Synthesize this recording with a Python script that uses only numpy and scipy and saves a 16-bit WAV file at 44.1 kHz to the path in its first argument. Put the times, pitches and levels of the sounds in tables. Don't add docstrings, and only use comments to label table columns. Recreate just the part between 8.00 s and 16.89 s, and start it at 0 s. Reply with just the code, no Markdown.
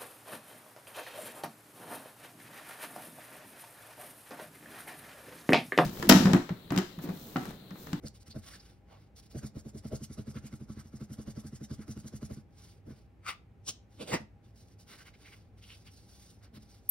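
import sys
import numpy as np
from scipy import signal
from scipy.fft import rfft, irfft, next_fast_len
from scipy.io import wavfile
from scipy.ndimage import uniform_filter1d

SR = 44100
rng = np.random.default_rng(int(sys.argv[2]) if len(sys.argv) > 2 else 0)


def to_wav(sig):
    pcm = np.clip(np.atleast_2d(sig), -1, 1) * 32767
    pcm = np.round(pcm).astype(np.int16)
    wavfile.write(sys.argv[1], SR, pcm.T)


N = 392049

# (frequency [Hz], relative level [dB per Hz])
RUSTLE_COLOUR = [(300, 2.5), (800, -7), (1400, -3), (2400, -3), (3300, -3.5), (5000, -4), (10000, -14.5)]
# (time of the catch [s], table's thud level [dB], glue's creak level [dB], slide's hiss level [dB])
STICK_STROKES = [(0.04, -34, -43, -51.5), (0.278, -44.5, -68, -59.5), (0.358, -31.5, -43, -60),
                 (1.354, -31, -41, -52.5), (1.435, -30, -43, -52.5), (1.563, -32, -43, -57.5),
                 (1.658, -34.5, -46.5, -58.5), (1.75, -33.5, -46, -55), (1.847, -31, -45.5, -57),
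                 (1.927, -28, -35.5, -49), (2.01, -33.5, -60, -48.5), (2.103, -34.5, -68, -53.5),
                 (2.185, -30, -44.5, -64), (2.275, -31, -46, -56.5), (2.355, -30.5, -51, -63),
                 (2.436, -36, -59, -54), (2.527, -31.5, -54, -60.5), (2.607, -34.5, -59, -67),
                 (2.696, -32, -50, -61.5), (2.769, -36, -65, -55.5), (2.85, -44, -77, -66.5),
                 (2.933, -35, -58, -60.5), (3.01, -31.5, -53, -62), (3.103, -33.5, -53, -52),
                 (3.189, -31.5, -53, -57.5), (3.276, -31, -43, -56), (3.368, -31, -50, -55),
                 (3.442, -35, -55, -54.5), (3.528, -33.5, -63, -55.5), (3.612, -34, -54, -53.5),
                 (3.709, -28.5, -45, -55.5), (3.79, -33.5, -66, -59), (3.884, -31, -45, -51.5),
                 (3.968, -32.5, -59, -56), (4.046, -35, -55, -52.5), (4.133, -32.5, -53, -54.5),
                 (4.225, -30.5, -47, -55), (4.306, -31, -42, -58), (4.369, -36, -67, -71)]


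def gain_of(db):
    return 10 ** (np.asarray(db) / 20)


def evened(x):
    return x / np.sqrt(np.mean(x ** 2) + 1e-20)


def read(points, hz):
    f, value = np.transpose(points)
    return np.interp(np.log(hz + 1), np.log(f + 1), value)


def add(mix, s, sound):
    start = round(s * SR)
    sound = sound[..., max(-start, 0):]
    part = mix[..., max(start, 0):][..., :sound.shape[-1]]
    part += sound[..., :part.shape[-1]]


def filtered(x, response):
    size = next_fast_len(x.shape[-1], real=True)
    spectrum = rfft(x, size) * response(np.fft.rfftfreq(size, 1 / SR))
    return irfft(spectrum, size)[..., :x.shape[-1]]


def low_cut(x, edge_hz):
    return filtered(x, lambda hz: hz ** 4 / (hz ** 4 + edge_hz ** 4))


def swell(t, rise, fall):
    growth = np.exp(np.clip(-t / rise, -60, 60))
    decay = np.exp(np.clip(t / fall, -60, 60))
    shape = 1 / (growth + decay)
    return shape / shape.max()


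def wide(grains):
    # (frequency [Hz], level [dB])
    spread_levels = [(150, -25), (330, -10), (600, 1.5), (1200, -5), (2200, -13), (4500, -16.5),
                     (9000, -27)]
    shifted = np.roll(grains, len(grains) // 2)
    elsewhere = filtered(shifted, lambda hz: gain_of(read(spread_levels, hz)))
    return evened(np.array([grains + elsewhere, grains - elsewhere]))


def friction(spectrum, per_s, grain_db, patchy_db=2.0, size=N):
    struck = rng.random(size) < per_s / SR
    slips = rng.standard_normal(size) * rng.exponential(1, size) * struck
    drive = rng.standard_normal(size) + gain_of(grain_db) * evened(slips)
    hz, _, z = signal.stft(drive, SR, nperseg=512)
    patches = uniform_filter1d(rng.standard_normal(z.shape), size=5, axis=0)
    patches = evened(uniform_filter1d(patches, size=9, axis=1))
    z = z * gain_of(read(spectrum, hz)[:, None] + patchy_db * patches)
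    return wide(signal.istft(z, SR, nperseg=512)[1][:size])


def ports(x, pan_db=0, lead_ms=0):
    # (frequency [Hz], lead of the left [rad])
    port_phases = [(20, 0), (900, .05), (2200, .5), (5400, 1.4), (7400, 3.14), (9000, 4.9), (10700, 6.28),
                   (12500, 8), (14000, 9.4), (16000, 11.5)]

    def half_lead(hz):
        return read(port_phases, hz) / 2 + np.pi * hz * lead_ms / 1000

    def at_port(port, side):
        shifted = filtered(port, lambda hz: np.exp(1j * side * half_lead(hz)))
        return shifted * gain_of(side * pan_db / 2)

    return np.array([at_port(x[0], 1), at_port(x[1], -1)])


def air(apart=0.33):
    # (frequency [Hz], relative level [dB per Hz])
    rumble_colour = [(20, -24), (40, -9.5), (58, 4.5), (76, -2.5), (100, 6.5), (135, -7), (190, -5.5),
                     (260, -11), (600, -19.5), (1100, -29.5), (2400, -33), (3500, -42), (8000, -51),
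                     (15500, -53)]
    rumble_db, whine_db, whine_hz = -57.5, -80, 805.3
    noises = rng.standard_normal((3, N))
    common, left, right = (evened(filtered(z, lambda hz: gain_of(read(rumble_colour, hz)))) for z in noises)

    def spread(hz):
        return np.clip(apart * np.sqrt(hz / 150), 0, .8)

    shared = filtered(common, lambda hz: np.sqrt(1 - spread(hz) ** 2))
    rumble = shared + filtered(np.array([left, right]), spread)
    whine = filtered(rng.standard_normal(N), lambda hz: 1 / (1 + ((hz - whine_hz) / 19) ** 2))
    return gain_of(rumble_db) * rumble + gain_of(whine_db) * evened(whine)


def room(x, first=0.00288):
    # (frequency [Hz], decay time [s])
    decay_times = [(100, .3), (500, .26), (2500, .27), (6000, .25), (15000, .17)]
    # (frequency [Hz], level [dB])
    tail_levels = [(80, -5), (220, -45), (550, -7.5), (1600, -12.5), (4000, -9.5), (9000, -18.5),
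                   (15000, -14)]
    taps = rng.standard_normal((2, SR // 2)) * (np.arange(SR // 2) > first * SR)
    hz, t, z = signal.stft(taps, SR, nperseg=256)
    t60 = read(decay_times, hz)[:, None]
    decay = np.exp(-np.log(1000) * t / t60)
    unit_energy = np.sqrt(2 * np.log(1000) / (t60 * SR))
    z = z * decay * unit_energy * gain_of(read(tail_levels, hz))[:, None]
    tail = signal.istft(z, SR, nperseg=256)[1]
    return signal.fftconvolve(x, tail, axes=1)[:, :N]


def nearby(x, fade=0.0035):
    # (frequency [Hz], level [dB])
    echo_levels = [(80, -4), (220, -45), (550, -24), (1000, -3), (2200, -13), (5000, -3), (10000, -35),
                   (15000, -18)]
    t = np.arange(SR // 30) / SR
    sparse = rng.standard_normal((2, len(t))) * (rng.random((2, len(t))) < 1 / 20)
    taps = sparse * np.exp(-t / fade)
    taps = taps / np.linalg.norm(taps, axis=1, keepdims=True)
    echoes = signal.oaconvolve(x, taps, axes=1)[:, :N]
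    return filtered(echoes, lambda hz: gain_of(read(echo_levels, hz)))


def flexes():
    # (time [s], level [dB], centre [Hz], length from the peak to 1/e [s], width [octaves])
    flex_rows = [(0.071, -50, 4800, 0.012, 0.27), (0.316, -55, 4300, 0.015, 0.26),
                 (0.546, -55, 1700, 0.024, 0.36), (0.605, -58.5, 4900, 0.009, 0.2),
                 (0.933, -60.5, 780, 0.047, 0.74), (2.373, -53, 1440, 0.015, 0.99),
                 (2.465, -61, 1500, 0.025, 2.6), (2.801, -60, 1380, 0.022, 0.67),
                 (3.825, -62.5, 1380, 0.023, 0.63), (6.925, -59, 1700, 0.032, 1.1),
                 (7.01, -57.5, 1600, 0.022, 0.33), (7.077, -57.5, 2080, 0.021, 0.7),
                 (7.147, -61.5, 2290, .012, 0.94), (7.271, -56, 2270, 0.028, 0.27),
                 (7.332, -55, 2160, 0.014, 0.57), (7.64, -58.5, 3020, 0.019, 0.39),
                 (7.715, -54.5, 2960, 0.034, 0.44), (7.882, -57.5, 2780, 0.013, 0.35),
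                 (8.449, -65.5, 1330, 0.032, 1.8)]
    out = np.zeros((2, N))
    t = np.arange(SR // 5) / SR - 1 / 10
    for s, db, centre, length, octaves in flex_rows:
        grains = friction(RUSTLE_COLOUR, per_s=1200, grain_db=-5.0, size=len(t))
        rasp = filtered(grains, lambda hz: 1 / np.hypot(1, np.log2((hz + 1) / centre) * 2 / octaves))
        add(out, s + t[0], gain_of(db) * evened(rasp) * np.exp(-(t / length) ** 2))
    return out


def handling(uneven_db=2.0, attack_share=0.13, release_share=0.14):
    # (time of the middle [s], length [s], sheet's rustle level [dB], surface hiss level [dB])
    brush_rows = [(0.161, 0.034, -65, -60.5), (0.217, 0.027, -68, -59), (0.274, 0.024, -61, -60),
                  (0.472, 0.072, -55.5, -57.5), (0.546, 0.037, -63, -55.5), (0.649, 0.18, -67, -72.5),
                  (0.916, 0.048, -74, -86), (1.013, 0.12, -73, -94), (1.186, 0.037, -65, -56.5),
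                  (1.251, 0.043, -68, -65), (1.32, 0.035, -69, -65), (4.657, .17, -65, -65),
                  (4.98, 0.12, -72.5, -75.5), (5.958, 0.088, -74, -74), (6.478, 0.065, -72.5, -77.5),
                  (6.603, 0.079, -74, -65.5), (6.704, 0.073, -76, -72.5), (6.813, 0.047, -72, -62.5),
                  (6.921, 0.078, -55, -60), (7.008, 0.041, -58, -61), (7.075, 0.056, -63, -66.5),
                  (7.302, 0.22, -64, -69.5), (7.588, 0.023, -67, -77), (7.72, .18, -67, -63),
                  (7.868, 0.026, -57.5, -63), (7.952, 0.096, -74, -65), (8.185, 0.3, -71, -64.5),
                  (8.303, 0.02, -87, -62.5), (8.445, 0.028, -67, -65), (8.561, 0.037, -59.5, -83),
                  (8.627, 0.048, -71, -69), (8.737, 0.1, -70, -66), (8.86, .07, -83, -74)]
    # (frequency [Hz], relative level [dB per Hz])
    finger_colour = [(2000, -15), (3500, -5), (5500, 2.5), (7200, -3.5), (9000, -3.5), (12000, -10.5),
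                     (15500, -11)]
    sheet, skin = np.zeros((2, N))
    for s, length, rustle, hiss in brush_rows:
        u = np.arange(-2 * length, 2 * length, 1 / SR) / length
        speed = 1 / (1 + np.exp(-(u + .5) / attack_share) + np.exp((u - .5) / release_share))
        add(sheet, s - 2 * length, gain_of(rustle) * speed)
        add(skin, s - 2 * length, gain_of(hiss) * speed)
    wander = evened(filtered(rng.standard_normal(N), lambda hz: np.exp(-(hz / 45) ** 2)))
    rustling = sheet * friction(RUSTLE_COLOUR, per_s=800, grain_db=-11.5)
    hissing = skin * friction(finger_colour, per_s=910, grain_db=-8.5)
    return gain_of(uneven_db * wander) * (rustling + hissing)


def clacks():
    # (frequency [Hz], relative level [dB per Hz])
    CAP_SLIDES = [(200, -18), (550, -17), (900, -11.5), (1300, 3), (1650, -6), (2200, -1), (3200, -11),
                  (4800, -12), (7000, -15.5), (9000, -17.5), (12000, -28.5), (15500, -25)]
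    CAP_SEATS = [(200, -3.5), (700, -11.5), (1300, -12.5), (2000, -16.5), (3400, -0.5), (4500, -4),
                 (5600, 5), (7000, -0.5), (9000, -4.5), (12000, -19), (15500, -14)]
    TUBE_TOUCHES = [(50, -12), (90, 6), (220, 15), (550, 0), (850, -10.5), (1300, -10), (1900, -16.5),
                    (2500, -6.5), (3600, -7), (5600, -16), (8000, -13), (15000, -31)]
    TUBE_SCRAPES = [(100, 7), (500, 10), (1500, -8), (3000, -2), (6500, -6.5), (9000, -9), (15000, -23)]
    TUBE_LANDS = [(45, -16), (85, 5.5), (220, 3), (300, 3), (480, 1.5), (600, -4.5), (860, -0.5),
                  (1100, -6.5), (1700, -5), (1950, 3.5), (2250, -9), (2650, -1.5), (3300, -18.5),
                  (5600, -11), (8500, -21.5), (15000, -30)]
    # (time of the peak [s], level [dB], rise [s], fall [s],
    # left over right [dB], left lead [ms], colour [one of the above])
    clack_rows = [(5.292, -34.5, .012, 0.014, 2, 0.0029, CAP_SLIDES),
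                  (5.69, -33.5, 0.0085, 0.0093, 1, 0.00058, CAP_SEATS),
                  (6.016, -37.5, 0.0099, 0.015, -2, 0, TUBE_TOUCHES),
                  (6.089, -40, 0.0098, 0.028, -2.5, 0.0061, TUBE_SCRAPES),
                  (6.14, -26.5, 0.011, 0.012, -0.5, 0.021, TUBE_LANDS)]
    out = np.zeros((2, N))
    t = np.arange(SR // 2) / SR - 1 / 5
    for s, db, rise, fall, pan_db, lead_ms, spectrum in clack_rows:
        grains = friction(spectrum, per_s=3000, grain_db=-6, patchy_db=2, size=len(t))
        rub = gain_of(db) * swell(t, rise, fall) * grains
        add(out, s + t[0], ports(rub, pan_db, lead_ms))
    return out


def hand_bumps():
    # (time [s], thud level [dB], creak level [dB], scuff level [dB])
    bump_rows = [(4.871, -38.5, -49.5, -63), (4.906, -40.5, -51, -57), (6.203, -39, -64, -59),
                 (8.527, -49.5, -64, -77), (8.565, -42.5, -60, -69), (8.624, -50.5, -67, -78)]
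    return bump_rows


def slides(rise=0.0083, fall=0.0099, rasp_db=-1.0):
    # (frequency [Hz], relative level [dB per Hz])
    hiss_colour = [(1500, -19), (3000, -11), (4200, -6.5), (5600, 0.5), (7200, 0.5), (9000, -4.5),
                   (12000, -9.5), (15500, -15.5)]
    rasp_colour = [(300, -11), (700, 8), (1000, -5.5), (1350, 4.5), (1700, 6), (2050, 5.5), (2900, -22),
                   (5000, -9), (12000, -26)]
    # (hiss level [dB], rasp level [dB])
    rasp_by_hiss = [(-72, -79), (-53, -62.5), (-43, -66.5)]
    slide_after_s = 0.032
    t = np.arange(SR // 5) / SR - .07
    speed = swell(t, rise, fall)
    hiss, rasp = np.zeros((2, N))
    for s, _, _, db in STICK_STROKES:
        start = s + slide_after_s + t[0]
        rasp_level = np.interp(db, *np.transpose(rasp_by_hiss)) + rasp_db
        add(hiss, start, gain_of(db) * speed)
        add(rasp, start, gain_of(rasp_level) * speed)
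    hissing = hiss * friction(hiss_colour, per_s=900, grain_db=-7.5, patchy_db=2.5)
    rasping = rasp * friction(rasp_colour, per_s=960, grain_db=-3.0, patchy_db=4.5)
    return hissing + rasping


def catches():
    # (thud level [dB], scuff level [dB])
    scuff_by_thud = [(-65, -64), (-33.5, -57.5), (-30, -49.5)]
    thud_points, scuff_points = np.transpose(scuff_by_thud)
    return [(s, thud, creak, np.interp(thud, thud_points, scuff_points)) for s, thud, creak, _ in STICK_STROKES]


def table(force, soft_hz=380):
    # (frequency [Hz], width [Hz], relative level [dB])
    table_modes = [(87, 13.5, 5), (131.4, 27, 6), (211.9, 16.5, 7.5), (291, 7.1, -7), (382, 45, -18.5)]

    def modes(hz):
        return sum(gain_of(db) * 1j * hz * w / (f * f - hz * hz + 1j * hz * w) for f, w, db in table_modes)

    return low_cut(filtered(force, lambda hz: modes(hz) / (1 + (hz / soft_hz) ** 4)), 55)


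def knocks(rows, thud_db=-6.0, creak_db=-3, scuff_db=-7, rise=0.0044, fall=0.0092, late=0.0038,
           creak_rise=0.0082, creak_fall=0.011, scuff_rise=0.0082, scuff_fall=0.018):
    # (frequency [Hz], relative level [dB per Hz])
    creak_colour = [(200, 3), (340, -1), (440, 2), (510, -6), (620, 0), (710, -15.5), (1000, -29.5),
                    (2000, -35.5)]
    scuff_colour = [(500, -6), (900, 6), (1350, 11), (1700, 7), (2100, 4), (3000, 0.5), (4200, 2),
                    (5600, 5), (10000, -5), (15500, -11)]
    t = np.arange(SR // 4) / SR - .03
    thuds, drag, grip = np.zeros((3, N))
    for s, db, creak, scuff in rows:
        judder = rng.standard_normal(len(t)) * swell(t - late, rise, fall)
        flat = irfft(np.exp(1j * np.angle(rfft(judder))), len(t))
        thud = table(flat * swell(t - late, 2 * rise, 3 * fall))
        loudest = np.sqrt(uniform_filter1d(thud ** 2, size=600).max())
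        add(thuds, s + t[0], gain_of(db + thud_db) * thud / loudest)
        add(drag, s + t[0], gain_of(creak + creak_db) * swell(t - late, creak_rise, creak_fall))
        add(grip, s + t[0], gain_of(scuff + scuff_db) * swell(t, scuff_rise, scuff_fall))
    creaking = drag * friction(creak_colour, per_s=400, grain_db=-8.0, patchy_db=2.5)
    scuffing = grip * friction(scuff_colour, per_s=900, grain_db=-8.5, patchy_db=2.5)
    return thuds + creaking + scuffing


def scene():
    work = knocks(catches() + hand_bumps()) + slides() + handling() + flexes()
    direct = ports(work, pan_db=-1.0) + low_cut(clacks(), edge_hz=61)
    return direct + nearby(direct) + room(direct) + air()


def record(dry, low_hz=30):
    lean = filtered(dry, lambda hz: hz ** 2 / np.hypot(hz ** 2, low_hz ** 2))
    treble_limit = signal.firwin(511, 15850, window=("kaiser", 9), fs=SR)
    return signal.oaconvolve(lean, treble_limit[None], "same")


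dry = scene()
out = record(dry)
to_wav(out)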